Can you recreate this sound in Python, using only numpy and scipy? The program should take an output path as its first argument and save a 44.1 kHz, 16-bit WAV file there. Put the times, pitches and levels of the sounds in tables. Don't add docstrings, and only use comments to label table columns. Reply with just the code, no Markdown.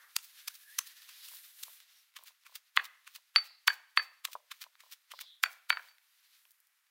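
import sys
import numpy as np
from scipy import signal
from scipy.fft import rfft, irfft, next_fast_len
from scipy.io import wavfile
from scipy.ndimage import map_coordinates

SR = 44100
rng = np.random.default_rng(int(sys.argv[2]) if len(sys.argv) > 2 else 0)


def transcribe(u):
    v = np.clip(np.atleast_2d(u).T, -1, 1)
    q = np.round(v * 32767).astype(np.int16)
    wavfile.write(sys.argv[1], SR, q)


N = 304290
T = np.arange(N) / SR
FIRM_DB = -25


def amp(db):
    return 10 ** (np.asarray(db) / 20)


def unit(x):
    return x / np.sqrt(np.mean(x ** 2) + 1e-20)


def peak_at(x, db):
    return amp(db) * x / np.abs(x).max()


def along(points, hz):
    f, v = np.transpose(points)
    return np.interp(np.log(hz + 1), np.log(f), v)


def filtered(x, response):
    size = next_fast_len(len(x) + SR // 4)
    hz = np.fft.rfftfreq(size, 1 / SR)
    return irfft(rfft(x, size) * response(hz), size)[:len(x)]


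def impulse(gain, size=2048):
    log_gain = np.log(np.maximum(gain(np.fft.rfftfreq(size, 1 / SR)), 1e-6))
    cepstrum = irfft(log_gain)
    cepstrum[1:size // 2] *= 2
    cepstrum[size // 2 + 1:] = 0
    click = irfft(np.exp(rfft(cepstrum)))
    return click / np.linalg.norm(click)


def tilted(spectrum, tilt_db):
    shelf = [(1500, -tilt_db), (9000, tilt_db)]
    return impulse(lambda hz: amp(along(spectrum, hz) + along(shelf, hz)))


def resonance(hz, centre_hz, gain_db, octaves):
    return amp(gain_db * np.exp(-(np.log2((hz + 1) / centre_hz) / octaves) ** 2))


def dispersed(click, lag_s):
    return filtered(click, lambda hz: np.exp(-4j * np.pi * lag_s * np.sqrt(1000 * hz)))


def add(track, s, sound):
    start = max(round(s * SR), 0)
    part = track[start:start + len(sound)]
    part += sound[:len(part)]


def noise(spectrum):
    white = rng.standard_normal(N)
    return unit(filtered(white, lambda hz: amp(along(spectrum, hz))))


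def crackle(size, rate_hz, scatter_db):
    hits = rng.random(size) < rate_hz / SR
    signs = rng.choice([-1, 1], size)
    strength = amp(scatter_db * rng.standard_normal(size).clip(-2, 2))
    return unit(hits * signs * strength)


# pitch_hz, level_db (peak)
HUM_TONES = [(495, -102.5), (690, -94.5)]


def hum(stop_s=2.03, fade_s=0.025, waver_cycles=0.42):
    drift = waver_cycles * map_coordinates(rng.standard_normal(100), [12 * T])
    tones = sum(amp(db) * np.sin(2 * np.pi * (hz * T + drift)) for hz, db in HUM_TONES)
    return tones * np.clip((stop_s - T) / fade_s, 0, 1)


# time_s, middle_db, treble_db
HISS_EARLY = [(0.0, -66.5, -69), (0.12, -68, -67.5), (0.38, -59.5, -62.5), (0.54, -67, -64.5),
              (0.74, -61.5, -59.5), (0.93, -60.5, -64.5), (1.14, -59.5, -62.5), (1.31, -58.5, -54.5),
              (1.54, -63, -61.5), (1.62, -61.5, -56.5), (1.74, -63, -58.5), (1.85, -67, -73),
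              (1.98, -66, -69.5), (2.12, -82.5, -82.5)]
HISS_LATE = [(6.0, -79, -78), (6.348, -67.5, -72.5), (6.452, -79.5, -72.5), (6.696, -89, -82),
             (6.9, -84, -84.5)]
# freq_hz, gain_db
BODY = [(30, -50), (200, -38.5), (400, -32), (700, -18.5), (1100, -8), (1700, 0.5), (2600, 1), (3800, 4),
        (6000, -1.5), (9000, -10.5), (16000, -33.5)]
FIZZ = [(30, -55), (2000, -25.5), (5000, -10.5), (8000, -6), (11000, 0), (14500, 0.5), (16000, -6)]
AIR = [(30, -41), (200, -37.5), (450, -24.5), (800, -12.5), (1300, -3), (2000, -0.5), (3500, -8),
       (7000, -11), (16000, -13)]


def hiss(body_trim_db=-1, fizz_trim_db=1, air_db=-77, flutter_db=2.24, ticks_db=-9,
         rest_s=(2.2, 5.1), rest_middle_db=-76.5, rest_treble_db=-80):
    rest = [(s, rest_middle_db, rest_treble_db) for s in rest_s]
    s, *columns = np.vstack([HISS_EARLY, rest, HISS_LATE]).T
    body_db, fizz_db = [np.interp(T, s, column) for column in columns]
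    flutter = flutter_db * map_coordinates(rng.standard_normal(300), [40 * T])
    flecks = crackle(N, rate_hz=160, scatter_db=5)
    ticks = amp(ticks_db) * unit(filtered(flecks, lambda hz: amp(along(PEEL, hz))))
    middle = amp(body_db + body_trim_db + flutter) * (noise(BODY) + ticks)
    treble = amp(fizz_db + fizz_trim_db + flutter / 2) * noise(FIZZ)
    return middle + treble + amp(air_db) * noise(AIR)


# centre_s, level_db, centre_hz, width_hz, spread_s
HISS_BANDS = [(.03, -63, 1610, 1170, 0.059), (1.246, -58, 4160, 2580, 0.048),
              (1.978, -72, 5640, 600, 0.025), (3.49, -62.5, 4440, 1084, 0.068),
              (5.2, -59.5, 4375, 2260, 0.052), (5.29, -58, 3646, 858, 0.056)]


def hiss_bands():
    out = np.zeros(N)
    for s, db, centre_hz, width_hz, spread_s in HISS_BANDS:
        white = rng.standard_normal(N)
        band = unit(filtered(white, lambda hz: 1 / (1 + (2 * (hz - centre_hz) / width_hz) ** 4)))
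        out += amp(db) * band * np.exp(-((T - s) / spread_s) ** 2 / 2)
    return out


# time_s, pitch_hz, level_db
SQUEAK = [(0.352, 1650, -83), (0.471, 1673, -71), (.62, 1680, -77), (.695, 1705, -60.5), (.76, 1900, -67),
          (1.051, 1800, -74), (1.2, 1800, -86)]


def squeak(width_hz=220):
    s, *columns = np.transpose(SQUEAK)
    centre_hz, db = [np.interp(T, s, column) for column in columns]
    slow = lambda: filtered(rng.standard_normal(N), lambda hz: 1 / (1 + (2 * hz / width_hz) ** 4))
    phase = 2 * np.pi * np.cumsum(centre_hz) / SR
    band = unit(slow() * np.cos(phase) + slow() * np.sin(phase))
    return amp(db) * band * (T > s[0]) * (T < s[-1])


# freq_hz, gain_db
ECHO = [(100, -2.5), (300, -4.5), (480, 9), (700, 7.5), (1100, -6), (1700, -5.5), (2300, -6), (4000, -12.5),
        (7000, -3), (16000, -12)]
SLAP = [(100, -10.5), (900, -10.5), (1700, 0.5), (2400, -4.5), (4500, -9.5), (16000, -9.5)]
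# freq_hz, t60_s
ROOM = [(200, .42), (1500, 0.57), (4000, 0.61), (12000, 0.34)]


def room(x, early_db=-16, early_s=0.032, slap_db=-20, slap_s=.0228, slap_spread_s=.0035, tail_db=-23):
    out, size, block = np.zeros(N), SR // 2, SR // 3
    t = np.arange(size) / SR
    echo, slap_colour = tilted(ECHO, 0), tilted(SLAP, 0)
    coloured = lambda v, colour: unit(signal.fftconvolve(v, colour)[:size]) / np.sqrt(size)
    for start in range(0, N, block):
        hz, when, z = signal.stft(rng.standard_normal(size), SR, nperseg=256)
        decay = amp(-60 * when / along(ROOM, hz)[:, None])
        tail = signal.istft(z * decay, SR, nperseg=256)[1][:size]
        tail = tail * (1 - np.exp(-t / 0.005))
        early = rng.standard_normal(size) * np.exp(-t / early_s) * (t > .002)
        slap = rng.standard_normal(size) * np.exp(-np.abs(t - slap_s) / slap_spread_s)
        answer = amp(early_db) * coloured(early, echo)
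        answer += amp(tail_db) * coloured(tail, echo)
        answer += amp(slap_db) * coloured(slap, slap_colour)
        add(out, start / SR, signal.fftconvolve(x[start:start + block], answer))
    return out


# start_s, level_db (peak before the trim), tilt_db
SNAPS = [(1.020, -33, 0.5), (1.369, -29, 7), (1.803, -32, 0.5), (2.188, -35, -1), (2.2368, -30.5, 39),
         (2.5553, -19, 6), (2.763, -24, 0.5), (4.617, -28, 1.5), (4.640, -26, -3), (4.754, -44.5, -10),
         (5.190, -28, -7.5), (5.983, -42, -6.5), (6.453, -43.5, -5.5), (6.508, -36.5, 13),
         (6.517, -36.5, 18), (6.603, -38, 18), (6.671, -42.5, 12)]


def snaps(trim_db=-2, trail_db=-13, trail_s=.002, faint_db=-52, faint_tilt_db=-3, scatter_db=3, count=20):
    out, t = np.zeros(N), np.arange(SR // 40) / SR
    faint = [(rng.random() * N / SR, faint_db + scatter_db * rng.standard_normal(), faint_tilt_db)
             for _ in range(count)]
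    for s, db, tilt_db in [*SNAPS, *faint]:
        burst = amp(trail_db) * crackle(len(t), rate_hz=2000, scatter_db=7.5) * np.exp(-t / trail_s)
        burst[0] = 1
        snap = signal.fftconvolve(burst, tilted(PEEL, tilt_db))
        add(out, s, peak_at(snap, db + trim_db))
    return out


# start_s, level_db (peak before the trim)
POPS = [(1.316, -55.5), (1.336, -54.5), (1.667, -59), (1.681, -47.5), (1.696, -58.5), (2.191, -51),
        (2.21, -57), (2.227, -53.5), (2.495, -56.5), (2.523, -56), (4.285, -46), (4.353, -27.5),
        (4.665, -48), (4.836, -51.5), (4.863, -57), (5.137, -38), (6.455, -66.5)]
# freq_hz, gain_db
PLOP = [(30, -70), (150, -61), (280, -40.5), (450, -19), (600, -9), (800, -10), (1020, 3), (1250, -8),
        (1600, -19.5), (2100, -41.5), (5000, -60.5)]


def pops(trim_db=-1, rebound_s=0.006, rebound_db=-11, mashed_s=2,
         small_db=-61.5, scatter_db=3, after_s=0.033, within_s=.12, count=3):
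    out = np.zeros(N)
    plop = peak_at(impulse(lambda hz: amp(along(PLOP, hz))), trim_db)
    landings = [s for s, *_ in STROKES if s > mashed_s]
    small = [(s + after_s + within_s * rng.random(), small_db + scatter_db * rng.standard_normal())
             for s in landings for _ in range(count)]
    for s, db in [*POPS, *small]:
        add(out, s, amp(db) * plop)
        shut_s = np.exp(0.28 * rng.standard_normal()) * rebound_s
        add(out, s + shut_s, amp(db + rebound_db) * plop)
    return out


def squelches(firm_level_db=-62.0, db_per_db=0.15, tilt_db=2, release_s=0.046):
    out, t = np.zeros(N), np.arange(SR // 2) / SR
    for s, db, _, _, lift_s, _ in STROKES:
        release = np.exp(-np.maximum(t - lift_s, 0) / release_s)
        pressed = crackle(len(t), rate_hz=4100, scatter_db=4.5) * release
        level = amp(firm_level_db + db_per_db * (db - FIRM_DB))
        add(out, s, level * signal.fftconvolve(pressed, tilted(PEEL, tilt_db)))
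    return out


# freq_hz, gain_db
PEEL = [(30, -52), (350, -40.5), (700, -20), (1200, -3), (2400, 1), (4000, 2.5), (7500, -7.5),
        (11000, -8.5), (16000, -2)]


def peels(brighter_db=3.5, firm_spread_s=.0024, halves_db=12.5):
    out, t = np.zeros(N), np.arange(-SR // 8, SR // 8) / SR
    for s, _, _, tilt_db, lift_s, db in STROKES:
        spread_s = firm_spread_s * 2 ** ((FIRM_DB - db) / halves_db)
        tearing = crackle(len(t), rate_hz=2100, scatter_db=5) / np.cosh(t / spread_s)
        peel = signal.fftconvolve(tearing, tilted(PEEL, tilt_db + brighter_db))
        add(out, s + lift_s + t[0], amp(db) * peel)
    return out


# start_s, splat_db, crack_db (peak), tilt_db, lift_after_s, peel_db
STROKES = [(0.1649, -27, -3.5, 5, 0.077, -49.5), (0.481, -26, -19, 2.5, 0.072, -49),
           (0.7888, -19, -13, 4, 0.084, -47), (1.093, -48.5, -49, 2.5, 0.16, -49),
           (1.287, -42.5, -46, 7.5, 0.064, -44.5), (1.635, -35.5, -38, 8, 0.1, -59),
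           (2.168, -41.5, -41, -1.5, 0.11, -48), (2.466, -50.5, -52, -1.5, 0.094, -42),
           (2.768, -31.5, -17.5, -3, 0.083, -42.5), (3.076, -48, -31, -1.5, 0.081, -44),
           (3.3596, -42.5, -38, -3, 0.099, -52), (3.6775, -17, -7, -1, 0.056, -50.5),
           (3.9734, -39.5, -25, -0.5, 0.063, -53.5), (4.252, -31, -9, 0.5, .078, -42.5),
           (4.518, -36.5, -27.5, -2.5, .104, -39.5), (4.806, -53, -45, -1, 0.12, -42),
           (5.1178, -43, -23.5, -1.5, 0.096, -39), (5.4355, -24, -22, 4.5, 0.088, -56),
           (5.701, -31, -36, 0.5, 0.17, -66.5)]
# freq_hz, gain_db
SPLAT = [(30, -47), (300, -41.5), (650, -30.5), (1100, 2.5), (1800, 0), (3000, 1.5), (4500, -2.5),
         (7000, -5), (11000, -7.5), (16000, -6.5)]


def splats(firm_spread_s=0.0026, halves_db=17.5, firm_gap_hz=4940, gap_doubles_db=25,
           gap_db=6, gap_octaves=0.19):
    out, t = np.zeros(N), np.arange(-SR // 20, SR // 10) / SR
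    for s, db, crack_db, tilt_db, _, _ in STROKES:
        spread_s = firm_spread_s * 2 ** ((FIRM_DB - db) / halves_db)
        gap_hz = firm_gap_hz * 2 ** ((db - FIRM_DB) / gap_doubles_db)
        gap = impulse(lambda hz: resonance(hz, gap_hz, gap_db, gap_octaves))
        click = signal.fftconvolve(tilted(SPLAT, tilt_db), gap)
        spray = crackle(len(t), rate_hz=4200, scatter_db=4.0) * np.exp(-np.abs(t) / spread_s)
        add(out, s + t[0], amp(db) * signal.fftconvolve(spray, click))
        add(out, s + 0.00046, peak_at(click, crack_db))
    return out


def ring(t, hz, db, t60):
    return amp(db - 60 * t / t60) * np.sin(2 * np.pi * hz * t)


# start_s, clack_db (peak), ring_db, linger_db, contact_corner_hz, bowl_hz (at the struck spot)
KNOCKS = [(2.7728, -6, -41, -64, 3160, 1650), (3.3597, -7, -8.5, -45.5, 3960, 2420),
          (3.68, -7, -21, -41, 2580, 1710), (3.9736, -6.5, -18, -36.5, 2790, 2160),
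          (5.437, -8.5, -29, -60, 2630, 2100), (5.7031, -8, -30.5, -33, 2760, 2170),
          (5.7265, -26.5, -31.5, -49, 2000, 1650), (5.771, -24.5, -43, -58, 1612, 1530),
          (5.7937, -40.5, -64, -65, 1490, 1570), (5.8850, -51, -58.5, -58.5, 3020, 2000),
          (5.913, -53.5, -62, -66, 2980, 2000)]
# freq_hz, gain_db
STONE = [(30, -56), (250, -51), (450, -34), (650, -23.5), (950, -5), (1250, 2), (2100, 3), (2700, 2),
         (3600, 3.5), (4600, 0), (5300, -21), (7000, -12), (16000, -17.5)]


def knocks(rebound_s=.0012, rebound_db=-8, grip_s=0.0027, held=0.44, lag_s=.0011,
           pestle_hz=4557, ring_t60=0.11, linger_t60=0.28,
           overtone_hz=10120, overtone_db=-24, overtone_t60=0.065):
    out, t = np.zeros(N), np.arange(SR // 2) / SR
    grip = held + (1 - held) * np.exp(-t / grip_s)
    damping = grip * (1 - np.exp(-t / 0.00046))
    for s, db, ring_db, linger_db, corner_hz, bowl_hz in KNOCKS:
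        bowl = lambda hz: amp(along(STONE, hz)) * resonance(hz, bowl_hz, 3, .35)
        contact = impulse(lambda hz: bowl(hz) / (1 + (hz / corner_hz) ** 3))
        clack = peak_at(dispersed(contact, lag_s), db)
        add(out, s, clack)
        lateness, signs = rng.uniform(-0.35, .3, size=3), rng.choice([-1, 1], size=3)
        for k, (late, sign) in enumerate(zip(lateness, signs)):
            add(out, s + rebound_s * (k + 1 + late), sign * amp(rebound_db - 3.7 * k) * clack)
        bending = ring(t, pestle_hz, ring_db, ring_t60) + ring(t, pestle_hz, linger_db, linger_t60)
        overtone = ring(t, overtone_hz, overtone_db + ring_db, overtone_t60)
        add(out, s + lag_s / 2, damping * (bending + overtone))
    return out


def scene(meat_room_db=-5, pop_room_db=-11):
    stone, air = knocks(), pops()
    meat = splats() + squelches() + peels() + snaps()
    echoes = room(stone + amp(meat_room_db) * meat + amp(pop_room_db) * air)
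    background = hiss() + hiss_bands() + squeak() + hum()
    return (stone + meat + air + echoes + background)[None]


def record(dry, top_hz=15950):
    return filtered(dry[0], lambda hz: 1 / (1 + (hz / top_hz) ** 120))[None]


dry = scene()
out = record(dry)
transcribe(out)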